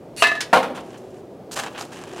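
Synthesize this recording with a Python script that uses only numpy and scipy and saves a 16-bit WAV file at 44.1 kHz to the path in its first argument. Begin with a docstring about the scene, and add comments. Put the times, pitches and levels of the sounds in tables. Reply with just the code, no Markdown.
"""Beside a wooden fence a steel tool slides (0.16 s), strikes, rattles and rings, then clinks to rest.
At 0.53 s a heavy concrete chunk lands with a hollow knock and tumbles in duller contacts.
Crumbs settle from 0.75 s. From 1.5 s gritty dirt is scraped in short strokes and small stones snap.
Throughout, fence and yard return a short echo over the murmur of distant traffic."""
import sys
import numpy as np
from scipy import signal
from scipy.fft import rfft, irfft, next_fast_len
from scipy.io import wavfile

SR = 44100
rng = np.random.default_rng(int(sys.argv[2]) if len(sys.argv) > 2 else 0)


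def waveform_to_disk(signal):
    """Save audio, clipped to [-1, 1], as 16-bit WAV at the path in sys.argv[1]."""
    frames = np.transpose(np.atleast_2d(signal))
    scaled = np.clip(frames, -1, 1) * 32767
    samples = np.round(scaled).astype(np.int16)
    wavfile.write(sys.argv[1], SR, samples)


N = 97020

# tool blows: t/s, knock/dB, ring/dB, crack/dB
TOOL_BLOWS = [(.2225, -7, -24, -10), (.2395, -41, -17, -27), (0.2464, -53.5, -18.5, -23),
              (.2695, -38, -31.5, -19.5), (.316, -19, -39, -30.5), (.352, -25.5, -49, -32)]
# modes of struck surface, steel, rubbed steel, clinking blade: f/Hz, level/dB, T60/s
SURFACE_MODES = [(443, -18, .14), (676.5, -3, .12), (696, -10.5, 0.11), (989, -20, 0.42),
                 (1217, -7.5, 0.12), (1237, -8, .07), (1586, -17.5, 0.3), (2700, -7.5, 0.044)]
STEEL_MODES = [(1739, 2.5, 0.33), (1724, -8, 0.81), (1846, -9.5, 0.75), (2056, -4.5, .28),
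               (2590, -4.5, 0.24), (2609, -10, 0.46), (2680, 3, 0.15), (2865, -12, 0.21),
               (3542, -8.5, 0.13), (3876, -15.5, 0.5), (4124, -24, .17), (4270, -27.5, 0.086),
               (5980, -24, 0.41), (7461, -17.5, 0.065)]
RUBBED_MODES = [(2610, -2.5, .15), (2840, 8.5, 0.14), (4190, -7.5, 0.3), (4510, 1.5, 0.11),
                (4899, -6, 0.033), (8269, -5, .05), (9060, 0.5, .05), (10137, -10, 0.048)]
BLADE_MODES = [(1690, -5, .18), (1922, -11, .18), (2273, -5, .12), (2890, -3, .12), (3098, -3, .13),
               (3460, -2, .12), (3644, -7, .14), (3957, -4, .14), (4404, -4, .15), (4856, -5, .15),
               (5292, -1, .14), (6002, -7, .13), (6605, -7, .13)]
# contact noise spectra: f/Hz, level/dB
BLOW_EQ = [(30, -47), (150, -29), (400, -7), (1100, 3.5), (2000, -3), (2800, -1), (4300, -5), (5800, -14),
           (8000, -15.5), (11000, -22), (16000, -43)]
SLIDE_EQ = [(300, -21), (1500, -2), (3000, 2.5), (6000, 0.5), (10000, 3), (12500, -10), (16000, -24.5)]
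CLINK_EQ = [(100, -45), (500, -32), (900, 0), (1400, -1), (1700, 4), (2600, -2), (5300, -4.5), (6700, -4),
            (8500, -8), (10800, -12.5), (14500, -30), (16000, -33)]

# chunk landings: t/s, ring/dB, thump/dB, crack/dB, cutoff/Hz
LANDINGS = [(.5292, -19.5, -10.5, -20.5, 2600), (.5335, -10, -12, -16, 5000), (.559, -19, -9, -23.5, 1050),
            (.5715, -16, -16, -23, 1090), (.629, -26, -25.5, -28, 1280), (.672, -37, -33, -46, 910),
            (.700, -35, -27, -45, 600), (.775, -45, -30, -37, 1790)]
# concrete modes: f/Hz, level/dB, T60/s
CONCRETE_MODES = [(240.6, -28.5, 0.46), (311.8, -22, 0.38), (473.4, -12, 0.19), (524, -10, .18),
                  (653, -11, 0.2), (741.2, -3, 0.2), (796, -7.5, .12), (933, -3, 0.19), (1074, 1.5, .14),
                  (1271, -9.5, 0.13), (1394, 1.5, 0.085), (1568, -4, 0.096), (2842, -17, .12),
                  (4059, -24, 0.17), (6850, -23, .1)]
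# landing noise spectra: f/Hz, level/dB
THUMP_EQ = [(30, -29), (90, -52), (200, -9), (350, -18), (500, 2), (900, 2.5), (1500, -3), (2300, -10.5),
            (6000, -41)]
CRACK_EQ = [(40, -4), (300, -11), (1400, 2), (3000, -1), (4500, -9.5), (7000, -16.5), (10500, -19),
            (16000, -34)]

# rubble slides and dirt scrapes: t/s, length/s, crumbs/dB, grit/dB
STROKES = [(0.745, 0.022, -34.5, -47), (0.799, 0.012, -57, -52), (0.83, 0.095, -54.5, -61),
           (0.925, 0.037, -47, -63), (0.969, 0.013, -55, -52), (0.993, 0.21, -60.5, -65),
           (1.513, 0.029, -41.5, -36), (1.556, .02, -26.5, -32.5), (1.586, 0.011, -22, -29.5),
           (1.608, 0.042, -35, -44), (1.656, 0.023, -34, -52), (1.684, .23, -54, -59.5),
           (1.74, 0.047, -38.5, -88), (1.774, 0.051, -37.5, -42.5), (1.839, 0.009, -70, -53),
           (1.915, 0.076, -41.5, -49.5), (1.997, 0.062, -47, -55.5), (2.065, 0.089, -44, -55),
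           (2.159, .06, -41, -49)]
# stone snaps: t/s, level/dB
SNAPS = [(.906, -38), (1.5128, -30), (1.5915, -22), (1.5972, -19), (1.619, -32), (1.636, -21.5),
         (1.6399, -25), (1.6635, -25), (1.796, -37), (1.8115, -19.5), (1.824, -26.5), (2.015, -30.5),
         (2.038, -27.5), (2.135, -30.5), (2.163, -31.5), (2.18, -30), (2.187, -37)]
# rubble spectra: f/Hz, level/dB
CRUMB_EQ = [(40, -30), (150, -14), (450, -1), (800, 2.5), (1350, -0.5), (1650, 1.5), (2080, -6.5),
            (2550, -3), (3050, -3), (3700, -9.5), (8000, -25.5), (16000, -39)]
GRIT_EQ = [(800, -7), (2500, -6.5), (4000, -0.5), (7000, 3), (9000, -1), (12000, -8.5), (16000, -22)]
SNAP_EQ = [(60, -30), (300, -41), (700, 14.5), (3000, 0), (4500, 0.5), (7500, -0.5), (11000, -16),
           (16000, -31)]

# spectra of yard echo, close reflections, traffic mid and side: f/Hz, level/dB
YARD_EQ = [(60, -10.5), (250, 15), (600, 4), (1500, -4), (4000, -5), (9000, -9), (16000, 0.5)]
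REFLECTION_EQ = [(100, -31.5), (600, -15), (1200, -14.5), (2200, -1.5), (5000, 3), (10000, -0.5),
                 (16000, 2.5)]
TRAFFIC_MID_EQ = [(25, -38), (45, -30), (62, -15), (80, -16), (115, -7.5), (200, -6), (300, -5.5),
                  (400, -4.5), (520, -6.5), (750, -12.5), (1000, -21.5), (1600, -31.5), (3000, -37),
                  (7000, -44.5), (12000, -48.5), (16000, -52)]
TRAFFIC_SIDE_EQ = [(25, -28.5), (100, 0.5), (400, -1), (700, -3), (1000, -9), (2000, -12.5), (5000, -23.5),
                   (10000, -34), (16000, -46)]
# distant drone envelope: t/s, level/dB
DRONE_LEVELS = [(0, -63), (.9, -46), (1.25, -44), (1.5, -66), (1.95, -55.5), (2.15, -35)]

CLINK_S, TOOL_HIGHPASS_HZ = .4055, 333.6
SIDE_SIGN = np.array([[1], [-1]])  # left, right


def tool_blows():
    """Blows ring steel and surface until the tool comes to rest. Returns (ringing, contact noise)."""
    rock_hz, rock_depth, dip_s = 35, .26, .281
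    rest_s, rest_decay_s = CLINK_S + .012, .012
    knock, steel = ring(SURFACE_MODES), ring(STEEL_MODES)
    rocking = 1 - rock_depth * np.cos(2 * np.pi * rock_hz * (clock() - dip_s))  # tone throbs
    rings = sum(at(s, amp(knock_db) * knock) + rocking * at(s, amp(ring_db) * steel)
                for s, knock_db, ring_db, _ in TOOL_BLOWS)
    cracks = sum(at(s, amp(db) * burst(.085, .13)) for s, _, _, db in TOOL_BLOWS)
    damping = np.exp(-clock(rest_s) / rest_decay_s)
    return radiate(rings * damping, TOOL_HIGHPASS_HZ), colour(cracks, BLOW_EQ)


def tool_slide():
    """The tool touches down; friction hisses and drives the steel's modes."""
    start_s, end_s = .1648, .225
    friction = grains(per_s=6000, spread_db=1.5)
    tone = amp(-32.5) * unit(signal.fftconvolve(friction, ring(RUBBED_MODES))[:N])
    hiss = amp(-33.5) * colour(friction, SLIDE_EQ)
    touch = at(start_s, amp(-32) * colour(burst(.021, .007), SLIDE_EQ))
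    slide = (tone + hiss) * gate(start_s, end_s - start_s, attack_s=.01)
    return radiate(slide + touch, TOOL_HIGHPASS_HZ)


def tool_clink():
    """A last light contact rings the blade."""
    rise_s = .001
    tone = amp(-27) * ring(BLADE_MODES)
    crack = amp(-21) * colour(burst(.09, .12), CLINK_EQ)
    onset = 1 - np.exp(-clock(CLINK_S) / rise_s)
    return radiate(at(CLINK_S, tone + crack) * onset, TOOL_HIGHPASS_HZ)


def chunk():
    """Landings knock, thump and crack; the first shakes the ground. Returns (ringing, contact noise)."""
    ground_hz, ground_db, ground_t60_s = 45, -39, .07
    body = radiate(ring(CONCRETE_MODES), cutoff_hz=180)
    rings = sum(at(s, amp(db) * soften(body, hz)) for s, db, _, _, hz in LANDINGS)
    thumps = sum(at(s, amp(db) * soften(burst(.14, .1), hz)) for s, _, db, _, hz in LANDINGS)
    cracks = sum(at(s, amp(db) * burst(.068, .17)) for s, _, _, db, _ in LANDINGS)
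    ground = at(LANDINGS[0][0], ring([(ground_hz, ground_db, ground_t60_s)]))
    return rings + ground, colour(thumps, THUMP_EQ) + colour(cracks, CRACK_EQ)


def rubble():
    """Crumbs and grit grind in strokes that catch and slip; stones snap. Returns (coarse, fine)."""
    catch_per_s, catch_db = 260, 2
    pressure = amp(catch_db * wander(int(catch_per_s * N / SR)))
    crumb_gain = grit_gain = 0
    for s, length_s, crumb_db, grit_db in STROKES:
        stroke = pressure * gate(s, length_s, attack_s=.007)
        crumb_gain += amp(crumb_db) * stroke
        grit_gain += amp(grit_db) * stroke
    stones = colour(sum(at(s, amp(db) * burst(.021, .007)) for s, db in SNAPS), SNAP_EQ)
    crumbs = colour(crumb_gain * grains(per_s=2500, spread_db=2.5), CRUMB_EQ)
    grit = colour(grit_gain * grains(per_s=3300, spread_db=2.5), GRIT_EQ)
    return stones + crumbs, grit + amp(-11.5) * grit_gain * chips()


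def chips(per_s=330, low_hz=2500, high_hz=9700, decay_cycles=3.6, spread_db=2.5):
    """Chips in the grit, each ringing briefly at its own pitch."""
    t = np.arange(512) / SR
    clicks = np.zeros(N + len(t))
    for when, pitch, softness in rng.random((int(per_s * N / SR), 3)):
        hz = low_hz * (high_hz / low_hz) ** pitch
        gain = amp(-spread_db * np.log(.03 + softness))
        i = int(when * N)
        clicks[i:i + len(t)] += gain * np.exp(-hz * t / decay_cycles) * np.sin(2 * np.pi * hz * t)
    return unit(clicks[:N])


def echo(x, t60_s, eq):
    """Scattered reflections off fence and yard; t60_s is (bass, treble)."""
    response = burst(*t60_s)
    return signal.fftconvolve(x, colour(response / np.linalg.norm(response), eq))[:N]


def traffic(level_db=-40.3, waver_db=.5, drone_hz=374.6, drone_width_hz=19):
    """Far roads: a low, wavering stereo murmur with a faint drone."""
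    murmur = amp(level_db + waver_db * wander(16)) * colour(rng.standard_normal(N), TRAFFIC_MID_EQ)
    resonance = signal.iirpeak(drone_hz, drone_hz / drone_width_hz, fs=SR)
    drone = unit(signal.lfilter(*resonance, colour(rng.standard_normal(N), TRAFFIC_MID_EQ)))
    drone_gain = amp(np.interp(clock(), *np.array(DRONE_LEVELS).T))
    side = amp(-65) * colour(rng.standard_normal(N), TRAFFIC_SIDE_EQ)
    return murmur + drone_gain * drone + SIDE_SIGN * side


def ring(modes):
    """Free vibration of a struck body, 1 s long."""
    t = clock()[:SR]
    tone = sum(amp(db) * decay(t, t60_s) * np.sin(2 * np.pi * hz * t) for hz, db, t60_s in modes)
    return np.pad(tone, (0, N - SR))


def burst(bass_t60_s, treble_t60_s, split_hz=1500):
    """Noise decaying in two bands."""
    noise, t = rng.standard_normal(N), clock()
    bass = soften(noise, split_hz)
    return bass * decay(t, bass_t60_s) + (noise - bass) * decay(t, treble_t60_s)


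def grains(per_s, spread_db):
    """Random clicks, many small, few large."""
    clicks = (rng.random(N) < per_s / SR) * rng.choice([-1, 1], N)
    return unit(clicks * amp(spread_db * np.minimum(rng.exponential(size=N), 4)))


def radiate(x, cutoff_hz):
    """High-pass: small bodies radiate little bass."""
    return signal.sosfilt(signal.butter(2, cutoff_hz, "high", fs=SR, output="sos"), x)


def soften(x, cutoff_hz):
    """Low-pass: soft contacts lack treble."""
    return signal.sosfilt(signal.butter(2, cutoff_hz, fs=SR, output="sos"), x)


def colour(x, eq):
    """Minimum-phase filter through (f/Hz, level/dB) points; white noise keeps its power."""
    hz, db = np.array(eq, float).T
    size = next_fast_len(N + N // 4)
    gain = amp(np.interp(np.log(np.fft.rfftfreq(size, 1 / SR) + 1), np.log(hz), db))
    cepstrum = irfft(np.log(gain / np.sqrt(np.mean(gain ** 2))), size)
    cepstrum[1:size // 2] *= 2
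    cepstrum[size // 2:] = 0
    return irfft(rfft(x, size) * np.exp(rfft(cepstrum)), size)[:N]


def wander(points):
    """Line through evenly spaced Gaussian values."""
    return np.interp(clock(), np.linspace(0, N / SR, points), rng.standard_normal(points))


def gate(start_s, length_s, attack_s, release_s=.0096):
    """Attack, hold, release."""
    return (1 - np.exp(-clock(start_s) / attack_s)) * np.exp(-clock(start_s + length_s) / release_s)


def decay(t, t60_s):
    """Falls 60 dB per t60_s."""
    return np.exp(-np.log(1000) * t / t60_s)


def at(start_s, x):
    """Delay x to start_s."""
    return np.concatenate([np.zeros(int(start_s * SR)), x])[:N]


def clock(start_s=0):
    """Seconds since start_s, zero before."""
    return np.maximum(np.arange(N) / SR - start_s, 0)


def amp(db):
    """dB to gain."""
    return 10 ** (db / 20)


def unit(x):
    """Scale to rms 1."""
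    return x / np.std(x)


def scene():
    """Sources centred, grit slightly right; close reflections widen the treble."""
    yard_db, yard_delay_s, ring_send_db = -12.5, .018, -5
    side_db, grit_right_db = -18, 2.5
    tool_ring, tool_noise = tool_blows()
    slide, clink = tool_slide(), tool_clink()
    chunk_ring, chunk_noise = chunk()
    crumbs, grit = rubble()
    rings = tool_ring + chunk_ring
    contacts = tool_noise + slide + clink + chunk_noise + crumbs
    send = contacts + grit + amp(ring_send_db) * rings
    yard = amp(yard_db) * at(yard_delay_s, echo(send, t60_s=(.71, .62), eq=YARD_EQ))
    mid = rings + contacts + yard
    side = amp(side_db) * echo(mid + grit, t60_s=(.12, .12), eq=REFLECTION_EQ)
    panned_grit = grit * amp(-SIDE_SIGN * grit_right_db / 2)
    return mid + SIDE_SIGN * side + panned_grit + traffic()


def record(dry):
    """Soft peak limit, then steep low-pass."""
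    ceiling, top_hz = .95, 15900
    rounded = dry / (1 + (dry / ceiling) ** 4) ** .25
    return signal.sosfilt(signal.ellip(8, .2, 70, top_hz, fs=SR, output="sos"), rounded)


dry = scene()
out = record(dry)
waveform_to_disk(out)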